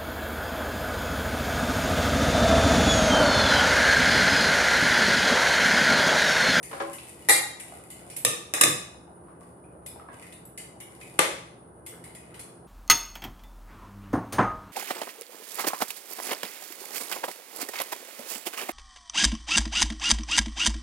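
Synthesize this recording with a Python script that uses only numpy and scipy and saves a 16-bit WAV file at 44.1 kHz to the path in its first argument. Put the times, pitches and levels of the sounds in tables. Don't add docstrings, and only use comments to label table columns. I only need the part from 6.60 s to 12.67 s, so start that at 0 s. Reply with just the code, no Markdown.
import sys
import numpy as np
from scipy import signal
from scipy.fft import rfft, irfft, next_fast_len
from scipy.io import wavfile
from scipy.ndimage import map_coordinates

SR = 44100
rng = np.random.default_rng(int(sys.argv[2]) if len(sys.argv) > 2 else 0)


def pcm_store(signal):
    levels = np.round(np.clip(np.atleast_2d(signal), -1, 1) * 32767)
    wavfile.write(sys.argv[1], SR, levels.astype(np.int16).T)


N = 267687
GRID_HZ = np.fft.rfftfreq(16384, 1 / SR)
# f/Hz, level/dB
TICK_COLOUR = [(1200, -21.5), (2100, -3), (3000, -5.5), (4300, -10.5), (6000, -9.5), (8000, -2),
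               (10000, 5.5), (11500, -5), (14000, -10.5), (15500, -33.5)]


def amp(db):
    return 10 ** (np.asarray(db) / 20)


def unit(x):
    return x / np.sqrt(np.mean(x ** 2) + 1e-20)


def blow(x):
    return unit(x) * np.sqrt(SR / 200 / x.shape[-1])


def along(points, hz):
    f, v = np.transpose(points)
    return np.interp(np.log(hz + 1), np.log(f + 1), v)


def add(track, s, x):
    part = track[:, round(s * SR):][:, :x.shape[-1]]
    part += x[..., :part.shape[-1]]


def wobble(rate):
    knots = rng.standard_normal(int(N * rate / SR) + 4)
    return map_coordinates(knots, [np.arange(N) * rate / SR])


def colour(points):
    return unit(amp(along(points, GRID_HZ)))


def resonances(modes, spread):
    hz, width, db = np.transpose(modes)[:, :, None]
    peaks = amp(db) / (1 + (2 * (GRID_HZ - hz) / (spread * width)) ** 2)
    return unit(np.linalg.norm(peaks, axis=0))


def response(gain):
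    cepstrum = irfft(np.log(gain + 1e-6))
    half = len(cepstrum) // 2
    cepstrum[1:half] *= 2
    cepstrum[half + 1:] = 0
    return irfft(np.exp(rfft(cepstrum)))[None, :half]


def coloured(x, gain):
    return signal.fftconvolve(x, response(gain), axes=1)[:, :x.shape[-1]]


def filtered(x, gain_at):
    n = x.shape[-1]
    m = next_fast_len(n + 8192)
    return irfft(rfft(x, m) * gain_at(np.fft.rfftfreq(m, 1 / SR)), m)[..., :n]


def diffuse(n, apart_hz=880, alike=0.97):
    mid, side = rng.standard_normal((2, n))
    turn = lambda hz: np.arccos(np.clip(alike * np.sinc(hz / apart_hz), -1, 1)) / 2
    mid = filtered(mid, lambda hz: np.cos(turn(hz)))
    side = filtered(side, lambda hz: np.sin(turn(hz)))
    return np.array([mid + side, mid - side])


def crack(gain, t60):
    t = np.arange(SR // 5) / SR
    return blow(coloured(diffuse(len(t)) * amp(-60 * t / t60), gain))


def kitchen(direct, radiated, room_db, build_s=0.0024):
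    # f/Hz, t60/s
    decay = [(100, 0.49), (260, 0.54), (700, 0.54), (1840, 0.52), (4850, 0.56), (9000, 0.43), (13000, 0.36)]
    hz, t, bands = signal.stft(diffuse(SR * 2 // 3), SR, nperseg=256)
    tail = signal.istft(bands * amp(-60 * t / along(decay, hz)[:, None]), SR, nperseg=256)[1]
    tail *= 1 - np.exp(-np.arange(tail.shape[1]) / SR / build_s)
    wet = signal.fftconvolve(radiated[:1], tail, axes=1)
    wet *= amp(room_db) * np.linalg.norm(direct) / np.linalg.norm(wet)
    add(wet, 0, direct)
    return wet


def background(rush_db=-51, hiss_db=-63, hum_trim_db=-2, waver_rad=0.8):
    # f/Hz, relative level/dB
    rush_colour = [(20, -43.5), (38, -33.5), (50, -23.5), (66, -0.5), (95, -7.5), (130, -4), (235, -7),
                   (320, -4.5), (500, -8), (890, -12), (1500, -19), (2100, -35), (2700, -72), (6000, -54),
                   (9000, -65)]
    hiss_colour = [(6000, -37.5), (8300, -21), (9300, 4.5), (10200, 0.5), (11200, -33.5), (14000, -24.5),
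                   (15500, -32.5)]
    partials = [(123.8, -61), (172.3, -59.5), (344.5, -61.5), (403.7, -67.5)]
    t = np.arange(N) / SR
    rush = amp(rush_db) * unit(coloured(diffuse(N), colour(rush_colour)))
    hiss = amp(hiss_db + 1.1 * wobble(32)) * unit(coloured(diffuse(N), colour(hiss_colour)))
    hum = np.zeros(N)
    for hz, db in partials:
        level = amp(db + hum_trim_db + 2.2 * wobble(7))
        hum += level * np.sqrt(2) * np.sin(2 * np.pi * hz * t + waver_rad * wobble(11))
    return rush + hiss + hum


def bubble(hz, t60, rise=3):
    t = np.arange(SR // 10) / SR
    chirp = np.sin(2 * np.pi * hz * (t + rise * t * t)) * amp(-60 * t / t60)
    return blow(np.tile(chirp, (2, 1)))


def bubbling(count=130, pitch_hz=620, level_db=-58):
    out = np.zeros((2, N))
    times = rng.uniform(0, N / SR, count)
    for s, (detune, strength) in zip(times, rng.standard_normal((count, 2))):
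        hz = pitch_hz * np.exp(0.32 * detune)
        add(out, s, amp(level_db + 2 * strength) * bubble(hz, t60=10 / hz))
    return kitchen(out, out, room_db=8)[:, :N]


def in_pot(ring_db):
    # f/Hz, width/Hz, level/dB
    modes = [(2052, 100, 2.5), (2528, 42, 1.5), (2920, 19, 3), (3450, 99, -8.5), (4080, 75, -16),
             (4620, 100, -8), (5140, 38, -5.5), (7170, 40, 0), (7670, 54, -8), (8220, 230, -5.5),
             (9100, 340, -0.5), (10440, 110, -1.5), (11280, 61, -8), (12320, 43, -12), (12400, 130, -13.5),
             (12980, 49, -14), (13400, 84, -9.5)]
    return np.hypot(colour(TICK_COLOUR), amp(ring_db) * resonances(modes, spread=3.2))


def droplet(mid_db, ring_db, body_db=8, body_hz=4800):
    return in_pot(ring_db) * amp((mid_db + body_db) / (1 + (GRID_HZ / body_hz) ** 2))


def ticks(gain, per_second=260, scatter_db=5, t60=0.012):
    onsets = rng.random(N) < per_second / SR
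    sizes = onsets * amp(scatter_db * np.clip(rng.standard_normal(N), -2, 2))
    power = signal.lfilter([1], [1, -amp(-60 / (t60 * SR)) ** 2], sizes ** 2)
    return unit(coloured(np.sqrt(power) * rng.standard_normal((2, N)), gain))


def sizzle(rise_s=0.03, fall_s=0.064, rest_db=-75, pan_db=1.8):
    # t/s, length/s, level/dB, relative mids/dB
    spells = [(0.03, 0.47, -49.5, -9.5), (0.564, 0.12, -49.5, -6.5), (0.98, 0.46, -52.5, -9),
              (2.768, 0.08, -62.5, -6.5), (3.51, 0.17, -52.5, -1.5), (4.28, 0.34, -55.5, -5),
              (5.45, 0.36, -61, 7)]
    t = np.arange(N) / SR
    fizz = amp(rest_db) * ticks(in_pot(ring_db=2))
    for s, length, db, mid_db in spells:
        attack = np.clip((t - s) / rise_s, 0, 1)
        release = np.exp(-np.maximum(t - s - length, 0) / fall_s)
        fizz += amp(db) * attack * release * ticks(droplet(mid_db, ring_db=-2.5))
    heard = unit(kitchen(fizz, fizz, room_db=0.5)[:, :N]) * np.sqrt(np.mean(fizz ** 2))
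    return heard * amp([[pan_db / 2], [-pan_db / 2]])


def spits(trim_db=-9):
    # t/s, relative level/dB, relative mids/dB
    bursts = [(0.029, -29.5, -7.5), (0.3316, -29.5, -9), (0.9986, -28.5, -0.5), (1.3024, -32, -13),
              (1.5, -32, -4), (3.262, -28.5, -10), (3.6242, -37.5, 3), (3.724, -36.5, 1),
              (3.976, -27.5, -6.5), (4.2026, -32, -9), (4.412, -35, 12), (5.2637, -29.5, -14.5),
              (5.44, -35, -7.5), (5.5497, -35, -5), (5.742, -38.5, 6), (5.7937, -31, -6)]
    out = np.zeros((2, N))
    for s, db, mid_db in bursts:
        gain = droplet(mid_db, ring_db=-5)
        direct, send = crack(gain, t60=0.05), crack(gain, t60=0.017)
        add(out, s, amp(db + trim_db) * kitchen(direct, send, room_db=6))
    return out * amp([[0.7], [-0.7]])


def struck(hits, modes, crack_colour, spread, pan_db, top_pan_db):
    # f/Hz, level/dB
    out, ring = np.zeros((2, N)), resonances(modes, spread)
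    for s, db, ring_db, t60, room_db in hits:
        body = np.hypot(colour(crack_colour), amp(ring_db) * ring)
        add(out, s, amp(db) * kitchen(crack(body, t60), response(body), room_db))
    pan = [(2000, pan_db), (10000, top_pan_db)]
    return filtered(out, lambda hz: amp(along(pan, hz) * np.array([[.5], [-.5]])))


def board():
    hits = [(0.113, -37, -13, 0.049, 1), (0.1295, -34.5, -1, 0.036, 8), (0.201, -23, 3.5, 0.16, 1.9)]
    modes = [(336, 8.5, -5.5), (558.3, 13, -3), (790, 22, -5.5), (1058, 74, -9), (1640, 66, -16.5),
             (2240, 28, -21)]
    knock = [(120, -65.5), (200, -19), (446, -8), (521, -10), (1130, -10.5), (1400, -9.5), (1660, -15),
             (3030, -23), (8000, -35.5), (10400, -47.5), (17600, -120)]
    return struck(hits, modes, knock, spread=1.5, pan_db=2.5, top_pan_db=-3)


def plops(t60_at_1khz=0.027, lengthen=1.1, splash_t60=0.019, splash_octaves=0.72):
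    # t/s, f/Hz, level/dB, splash over ring/dB
    bubbles = [(0.385, 2550, -47.5, -0.5), (1.122, 734, -44.5, -1), (1.469, 700, -50.5, -5),
               (2.479, 710, -50.5, -6.5), (2.815, 1100, -51, -5), (3.041, 2370, -63, -22),
               (3.36, 710, -48.5, 3), (3.398, 1243, -44.5, -10), (3.487, 950, -47.5, 6),
               (5.743, 2880, -54.5, -7)]
    out = np.zeros((2, N))
    for s, hz, db, splash_db in bubbles:
        band = np.exp(-(np.log2((GRID_HZ + 1) / hz) / splash_octaves) ** 2 / 2)
        pop = amp(splash_db) * crack(band, splash_t60)
        add(pop, 0, bubble(hz, t60_at_1khz * (hz / 1000) ** lengthen))
        add(out, s, amp(db) * kitchen(pop, pop, room_db=3.5))
    return out


def spoon():
    hits = [(0.687, -15.5, 0, 0.037, 5.5), (0.6925, -11.5, 10, 0.065, 0), (0.695, -12.5, 3.5, 0.032, 1.5),
            (0.7065, -19.5, 1, 0.017, 9)]
    modes = [(324, 48, -14), (508, 52, -10.5), (815, 84, -2), (920, 68, -16), (1241, 94, -7.5),
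             (1420, 68, -21), (1923, 200, 0), (2116, 51, -0.5), (2110, 59, -3.5), (2390, 40, -1.5),
             (2763, 66, -8), (3175, 44, -10), (3480, 51, -7.5), (3830, 55, 1), (4040, 72, -12),
             (4150, 160, -10), (4630, 25, -4), (5150, 130, -29.5), (5460, 130, -13.5), (6680, 86, -8.5),
             (7100, 90, -2), (7700, 150, -8.5), (7900, 93, -12), (8280, 37, 5), (9270, 98, -3.5),
             (9640, 140, -4.5), (10030, 72, 2), (10440, 150, -0.5), (10916, 90, -5.5), (11610, 230, -9.5)]
    clack = [(150, -23), (330, -18), (400, -8), (800, -7), (1100, -8.5), (2050, -7.5), (2800, -23),
             (4100, -12), (6000, -11.5), (8000, -7), (10200, -2), (13500, -11.5), (15300, -59.5)]
    return struck(hits, modes, clack, spread=0.9, pan_db=2.5, top_pan_db=0.1)


def tip():
    hits = [(1.5643, -29.5, 2.5, 0.074, 3), (3.853, -44.5, 11, 0.011, 1.9)]
    modes = [(7784, 87, -2), (10530, 150, 2), (11850, 90, -0.5), (11900, 70, -1.5)]
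    return struck(hits, modes, TICK_COLOUR, spread=1.8, pan_db=2, top_pan_db=-4.2)


def fork():
    hits = [(1.649, -12.5, 0.5, 0.026, -0.5)]
    modes = [(474, 39, 2.5), (1189, 120, 0.5), (1812, 110, -3.5), (2320, 28, -16.5), (2560, 380, -4.5),
             (3710, 250, -1), (4250, 190, -12), (4710, 44, -19.5), (4960, 210, -9.5), (5520, 83, -4.5),
             (6230, 160, -8.5), (6150, 56, -5), (7300, 46, -26), (7360, 82, -19.5), (7400, 230, -10.5),
             (7930, 50, -9), (8540, 78, 0.5), (9210, 43, -3), (9470, 110, 2.5), (10550, 110, -1),
             (10600, 15, -3), (11000, 65, -9), (11400, 55, -9), (12400, 36, -13.5), (12540, 27.7, -25.5),
             (12870, 36, -17.5), (13130, 85, -6), (13900, 28, -19.5)]
    click = [(100, -17.5), (320, -9), (520, 5), (950, -8), (1200, -10.5), (1450, -10), (1850, -3),
             (3600, 0), (4500, -22), (5300, -6.5), (7500, 3), (10300, 4), (13700, -10), (15300, -32)]
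    return struck(hits, modes, click, spread=1.07, pan_db=2.5, top_pan_db=-1.5)


def thumps():
    # t/s, level/dB
    jolts = [(1.651, -36.5), (2.012, -35), (2.041, -28)]
    # f/Hz, level/dB
    stand_colour = [(40, -30), (80, -17.5), (130, 1), (175, -3.5), (230, -10.5), (330, -1.5), (600, -29)]
    out, boom = np.zeros((2, N)), colour(stand_colour)
    for s, db in jolts:
        thud = crack(boom, t60=0.11)
        add(out, s, amp(db) * kitchen(thud, response(boom), room_db=6.5, build_s=0.016))
    return out


def pot():
    hits = [(1.9378, -21.5, 3.2, 0.0027, 5), (2.011, -8, 12.5, 0.036, -1), (2.0145, -19, 9.7, 0.0033, 2.5),
            (2.035, -13.5, 3.9, 0.034, -0.5), (2.038, -13.5, 17, 0.0023, -1.5)]
    modes = [(319.7, 47, -4.5), (489, 31, -2), (591, 11, -4.5), (1182, 110, 1), (1735, 170, -5),
             (2090, 140, -7.5), (2534, 100, 0), (2830, 330, -9), (3570, 130, -1.5), (3860, 174, -2.5),
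             (4210, 70, -12), (5076, 370, -9), (5550, 200, -8.5), (6360, 280, -6.5), (7036, 120, 0.5),
             (7610, 230, -2), (8260, 430, -4.5), (9020, 216, 1), (9950, 200, -4.5), (9700, 150, 1.5),
             (10450, 170, 0.5), (11000, 130, -3), (11750, 250, -10.5), (12150, 130, -9.5),
             (12850, 300, -21.5), (13450, 360, -10.5)]
    clack = [(100, -21.5), (320, -1.5), (600, 6), (900, 2.5), (1200, -3), (1450, 1), (1900, 10),
             (3600, -12.5), (4500, -18), (5300, -4.5), (7500, -0.5), (10300, -2), (13700, -12),
             (15300, -33.5)]
    return struck(hits, modes, clack, spread=1.2, pan_db=2, top_pan_db=-1.3)


def ladle():
    hits = [(4.5897, -35, -17, 0.0067, -0.91), (4.5912, -10.5, -6, 0.021, 0.074)]
    modes = [(179, 16, -20.5), (556, 49, -14), (837, 18, 3.5), (1188, 24, 7), (1650, 17, -33.5),
             (2034, 40, 2.5), (2168, 23, 3), (2540, 47, -2), (3330, 42, -12), (3495, 54, -5)]
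    knock = [(60, -49), (160, -9.5), (240, -21.5), (330, 0.5), (400, -4.5), (530, 4), (730, -6.5),
             (1100, -3), (1800, -4), (3400, -7.5), (4900, -14.5), (10200, -8), (13500, -24), (15300, -47)]
    return struck(hits, modes, knock, spread=2.1, pan_db=2.2, top_pan_db=-0.8)


def scene():
    clatter = spoon() + fork() + pot() + tip() + ladle() + board()
    stew = spits() + plops() + bubbling() + sizzle()
    return clatter + thumps() + stew + background()


def record(dry):
    low_cut_hz, high_cut_hz = 45, 15000
    rounded = dry / (1 + np.abs(dry) ** 6) ** (1 / 6)
    thinned = signal.sosfilt(signal.butter(2, low_cut_hz, "highpass", fs=SR, output="sos"), rounded)
    return filtered(thinned, lambda hz: 1 / np.sqrt(1 + (hz / high_cut_hz) ** 120))


dry = scene()
out = record(dry)
pcm_store(out)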